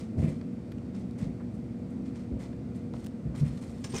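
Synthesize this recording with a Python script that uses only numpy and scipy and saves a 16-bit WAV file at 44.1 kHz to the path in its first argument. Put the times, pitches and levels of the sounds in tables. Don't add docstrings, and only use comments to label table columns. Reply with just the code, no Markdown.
import sys
import numpy as np
from scipy import signal
from scipy.fft import rfft, irfft
from scipy.io import wavfile

SR = 44100
rng = np.random.default_rng(int(sys.argv[2]) if len(sys.argv) > 2 else 0)


def generate_wav(signal):
    frames = np.transpose(np.atleast_2d(signal))
    scaled = np.clip(frames, -1, 1) * 32767
    pcm = np.round(scaled).astype(np.int16)
    wavfile.write(sys.argv[1], SR, pcm)


N = 176400


def from_db(db):
    return 10 ** (np.asarray(db) / 20)


def rms_one(x):
    return x / np.sqrt(np.mean(x ** 2) + 1e-20)


def seconds():
    return np.arange(N) / SR


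def noise():
    return rng.standard_normal(N)


def drift(rate):
    step, warm_up = 40, 2000
    r = np.exp(-2 * np.pi * step * rate / SR)
    slow = signal.lfilter([1], [1, -2 * r, r * r], rng.standard_normal(N // step + warm_up + 2))
    slow = rms_one(slow[warm_up:])
    return np.interp(np.arange(N) / step, np.arange(len(slow)), slow)


def colour(x, spectrum):
    hz, db = np.transpose(spectrum)
    bins = np.maximum(np.arange(N // 2 + 1) * SR / N, 1)
    gain = from_db(np.interp(np.log(bins), np.log(hz), db))
    fall = np.minimum(hz[-1] / bins, 1) ** 4
    return rms_one(irfft(rfft(x) * gain * fall, N))


def band(x, low_hz, high_hz, order):
    sos = signal.butter(order, [low_hz, min(high_hz, SR * .4)], "band", fs=SR, output="sos")
    return rms_one(signal.sosfilt(sos, x))


def resonate(x, hz, width_hz):
    r = np.exp(-np.pi * width_hz / SR)
    feedback = [1, -2 * r * np.cos(2 * np.pi * hz / SR), r * r]
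    return signal.lfilter(np.array([1, 0, -1]) * (1 - r * r) / 2, feedback, x + 1e-18)


def envelope(start, attack, hold, release):
    t = seconds() - start
    return np.clip(t / attack, 0, 1) * np.exp(-np.clip((t - hold) / release, 0, 40))


def strokes(starts, lengths, levels_db, attack, release):
    return np.sqrt(sum((from_db(db) * envelope(start, attack, length, release)) ** 2
                       for start, length, db in zip(starts, lengths, levels_db)))


def friction(catches_per_s=800, spread_db=2.5, rough_db=2):
    sizes = from_db(spread_db * np.minimum(rng.exponential(1, N), 5)) * rng.choice([-1, 1], N)
    catches = rms_one(sizes * (rng.random(N) < catches_per_s / SR))
    return (noise() + catches) * from_db(rough_db * drift(rate=60))


def tone(hz, db, unsteady):
    steady = np.sqrt(2 * (1 - unsteady ** 2))
    swing = steady + unsteady * (drift(rate=4.1) + 1j * drift(rate=4.1))
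    wave = np.exp(2j * np.pi * (hz * seconds() + rng.random()))
    return from_db(db) * rms_one(np.real(swing * wave))


def room(x, fade_s=0.37, echo_db=-7):
    t = np.arange(SR // 3) / SR
    tail = rng.standard_normal(len(t)) * from_db(-60 * t / fade_s)
    tail /= np.sqrt(np.sum(tail ** 2))
    return x + from_db(echo_db) * signal.fftconvolve(x, tail)[:N]


# f/Hz, relative level/dB
RUMBLE_COLOUR = [(20, -39), (35, -26), (50, -16), (68, -2.5), (100, -3.5), (135, -4.5), (190, -1), (240, 2),
                 (275, -3.5), (335, -14.5), (410, -14.5), (540, -17), (680, -21.5), (950, -31.5),
                 (1500, -38), (3000, -80.5)]
HISS_COLOUR = [(600, -0.5), (1200, -1), (1650, -1), (2100, 0), (2550, -3), (2900, -7.5), (4400, -8.5),
               (6500, -13), (8700, -12.5), (10300, -23), (15500, -30.5)]
# multiple of the mains frequency, level/dB
HUM_TONES = [(2, -48), (4, -45), (6, -55), (8, -56.5)]
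# f/Hz, level/dB
DUCT_DRONES = [(99, -54.5), (151, -52.5), (186, -47.5), (221, -47.5), (265, -48.5), (317, -54)]

def ventilation(mains_hz=59.93, rumble_db=-40.5, hiss_db=-64.5, turn_loss_db=3.5):
    rumble = colour(noise(), RUMBLE_COLOUR) * from_db(rumble_db - 0.37 * drift(rate=8))
    hiss = from_db(hiss_db) * colour(room(noise()), HISS_COLOUR)
    hum = sum(tone(multiple * mains_hz, db, unsteady=0.14) for multiple, db in HUM_TONES)
    drones = sum(tone(hz, db, unsteady=0.74) for hz, db in DUCT_DRONES)
    turned = np.clip((seconds() - 3.02) / 0.28, 0, 1)
    return rumble + hiss + from_db(-turn_loss_db * turned) * (hum + drones)


# t/s, level/dB, f/Hz
FLOOR_THUMPS = [(0.181, -18, 109), (0.193, -19, 100), (0.228, -22.5, 124), (.241, -15, 154),
                (.278, -18, 150), (1.219, -26.5, 103), (1.224, -22.5, 163), (1.263, -29.5, 188),
                (2.325, -27, 66), (3.252, -24.5, 136), (3.267, -26, 140), (3.416, -22, 141),
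                (3.43, -18.5, 146), (3.449, -24.5, 72), (3.491, -24.5, 147)]
# t/s, length/s, boom level/dB, shuffle level/dB
SOLE_PRESSES = [(0.166, 0.097, -33.5, -35), (1.206, 0.11, -37.5, -43), (2.313, 0.05, -38.5, -41),
                (2.904, 0.021, -40.5, -42.5), (3.267, 0.14, -38.5, -63), (3.409, 0.067, -30, -53)]
# f/Hz, relative level/dB
BOOM_COLOUR = [(25, -36), (42, -18), (62, 5.5), (100, -5), (150, 6), (220, -9.5), (400, -48)]
SHUFFLE_COLOUR = [(120, -4.5), (200, 5.5), (310, 4.5), (400, -10.5), (520, -1), (680, -11), (1000, -31),
                  (2500, -76)]

def footfalls(fade_cycles=2.97, low_cut_hz=91):
    thumps = np.zeros(N)
    for start, db, hz in FLOOR_THUMPS:
        release = fade_cycles / hz / np.log(1000)
        loudness = from_db(db) * envelope(start, attack=0.00149, hold=1 / hz, release=release)
        thumps += loudness * np.sin(2 * np.pi * hz * (seconds() - start))
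    low_cut = signal.butter(2, low_cut_hz, "high", fs=SR, output="sos")
    thumps = signal.sosfilt(low_cut, thumps + 1e-18)
    floor = from_db(2.5) * resonate(thumps, hz=154.4, width_hz=3.6)
    starts, lengths, boom_db, shuffle_db = np.transpose(SOLE_PRESSES)
    soles = sum(strokes(starts, lengths, db, attack=0.0039, release=0.056) * colour(noise(), spectrum)
                for db, spectrum in [(boom_db, BOOM_COLOUR), (shuffle_db, SHUFFLE_COLOUR)])
    return thumps + floor + soles


# t/s, length/s, level/dB, scratch/dB, sheen/dB (last two relative to level)
CLOTH_BRUSHES = [(-.01, 0.012, -53, -10, -9.5), (0.17, 0.031, -59, -5, -9), (0.211, 0.036, -57.5, 2, -7),
                 (0.271, 0.03, -55, -3.5, -10.5), (0.938, 0.016, -56, -10.5, -30),
                 (0.98, 0.017, -64, -10, -7), (1.175, 0.028, -55, -4.5, -11), (1.208, 0.03, -58.5, -4, -28),
                 (1.532, 0.013, -69, -33, -1), (1.892, 0.015, -78, -21, 8), (2.047, 0.016, -62, -4, -26),
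                 (2.144, 0.018, -58.5, -5, -34), (2.187, .02, -63, -14, -14),
                 (2.388, 0.045, -55.5, -6.5, -11), (2.74, 0.026, -63, -7, -8),
                 (2.932, 0.13, -63.5, -13, -12), (3.343, 0.028, -53, -12, -12), (3.37, 0.012, -54, -7, -3),
                 (3.439, 0.049, -58.5, -3, -9), (3.51, 0.46, -63, -13, -9.5), (3.609, 0.033, -56, -12, -12)]
# f/Hz, relative level/dB
CLOTH_COLOUR = [(500, 8), (1300, 2.5), (2200, -6), (3100, -3.5), (5000, -4), (7000, -6.5), (8800, -8.5),
                (10600, -21), (15500, -33)]
SCRATCH_COLOUR = [(900, -11), (1600, -7.5), (2050, 1), (2550, -3), (3200, -13), (6000, -32)]
SHEEN_COLOUR = [(3000, -21), (8500, 2.5), (11000, -8.5), (15500, -19)]
# f/Hz, gain/dB
CLOTH_RINGS = [(2020, -0.5), (4260, 4.5), (5270, -0.5)]

def clothing():
    starts, lengths, level_db, scratch_db, sheen_db = np.transpose(CLOTH_BRUSHES)
    layers = [(level_db, CLOTH_COLOUR, 0.038),
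              (level_db + scratch_db, SCRATCH_COLOUR, 0.038),
              (level_db + sheen_db, SHEEN_COLOUR, 0.018)]
    swish = sum(strokes(starts, lengths, db, attack=0.013, release=fade_s) * colour(friction(), spectrum)
                for db, spectrum, fade_s in layers)
    return swish + sum(from_db(db) * resonate(swish, hz, width_hz=28) for hz, db in CLOTH_RINGS)


# t/s, level/dB, length/s, centre f/Hz
CASING_TICKS = [(0.412, -49.5, 0.0042, 2450), (0.782, -62, 0.0064, 4000), (1.11, -52.5, 0.0013, 6000),
                (1.229, -52, 0.0013, 4200), (1.399, -54.5, 0.033, 874), (2.53, -51.5, 0.0046, 1500),
                (2.937, -50.5, 0.0026, 4000), (2.939, -37, 0.0068, 386), (2.966, -47.5, 0.0022, 1810),
                (3.337, -56, 0.033, 1100), (3.395, -57.5, 0.02, 5600), (3.573, -56, 0.012, 4900)]
# f/Hz, relative level/dB
CASING_COLOUR = [(250, -1), (500, 16), (8500, -10), (11000, -11.5), (15500, -21)]

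def casing_ticks(band_ratio=2.18):
    out = np.zeros(N)
    crackle = colour(noise(), CASING_COLOUR)
    for start, db, length, hz in CASING_TICKS:
        loudness = from_db(db) * envelope(start, attack=0.0005, hold=length / 2, release=length / 2)
        out += loudness * band(crackle, hz / band_ratio, hz * band_ratio, order=2)
    return out


# t/s, gap between clicks/s, level/dB, dull above f/Hz
CASING_SNAPS = [(0.7191, 0.0032, -46, 2460), (3.042, 0.0044, -48, 9000), (3.0634, 0.005, -41.5, 6800)]

def casing_snaps():
    out = np.zeros(N)
    for start, gap, db, dull_hz in CASING_SNAPS:
        pair = sum(envelope(t, attack=0.0001, hold=0.0001, release=0.00093) for t in (start, start + gap))
        out += from_db(db) * pair * band(noise(), low_hz=970, high_hz=dull_hz, order=1)
    return out


# t/s, length/s, scrape level/dB, bump level/dB
STIFF_SCRAPES = [(3.838, 0.0073, -45.5, -40), (3.895, 0.061, -54.5, -71), (3.936, 0.031, -47, -33.5),
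                 (3.974, 0.033, -42.5, -43)]
# f/Hz, relative level/dB
SCRAPE_COLOUR = [(300, -19), (850, -5.5), (1700, 1), (2800, 0), (4200, -4), (5500, 1), (7500, -7),
                 (8700, -4.5), (10500, -20.5), (15500, -27)]
BUMP_COLOUR = [(30, -6), (120, 2.5), (220, 7.5), (310, -4.5), (420, 1.5), (560, -12.5), (850, -11.5),
               (1500, -23)]
# t/s, length/s, f/Hz, level/dB
SCRAPE_SQUEAKS = [(3.895, 0.027, 8600, -58.5), (3.904, 0.027, 4500, -62), (3.952, 0.015, 2500, -55),
                  (3.952, 0.023, 6640, -48), (3.959, 0.015, 6020, -50), (3.959, 0.017, 8430, -59),
                  (3.97, 0.016, 3240, -55.5)]

def scraping():
    starts, lengths, scrape_db, bump_db = np.transpose(STIFF_SCRAPES)
    rub = friction()
    layers = [(scrape_db, colour(rub, SCRAPE_COLOUR)), (bump_db, colour(noise(), BUMP_COLOUR))]
    out = sum(strokes(starts, lengths, db, attack=0.0049, release=0.015) * sound for db, sound in layers)
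    for start, length, hz, db in SCRAPE_SQUEAKS:
        loudness = from_db(db) * envelope(start, attack=0.0045, hold=length, release=0.0046)
        out += loudness * rms_one(resonate(rub, hz, width_hz=43))
    return out


# t/s, crunch level/dB
EDGE_SNAGS = [(3.8423, -27.5), (3.846, -33.5), (3.858, -44), (3.945, -38), (3.951, -32), (3.962, -33),
              (3.982, -37)]
# f/Hz, relative level/dB
SLAT_RINGS = [(1650, -7), (2480, -11), (3200, -12), (3900, -7), (5350, -2), (6090, -5.5), (7150, -2.5),
              (8650, -8.5)]

def clacks(ring_s=0.056, ring_gain_db=14):
    bursts = sum(from_db(db) * envelope(start, attack=0.0005, hold=0.0005, release=0.0016)
                 for start, db in EDGE_SNAGS)
    crunch = bursts * noise()
    width_hz = np.log(1000) / np.pi / ring_s
    return sum(from_db(db + ring_gain_db) * resonate(crunch, hz, width_hz) for hz, db in SLAT_RINGS)


def scene():
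    background = ventilation()
    handling = footfalls() + casing_ticks() + casing_snaps()
    echoing = room(clothing() + scraping() + clacks())
    return (background + handling + echoing)[None]


def record(dry, cutoff_hz=15750):
    return signal.fftconvolve(dry, signal.firwin(201, cutoff_hz, fs=SR)[None], mode="same")


dry = scene()
out = record(dry)
generate_wav(out)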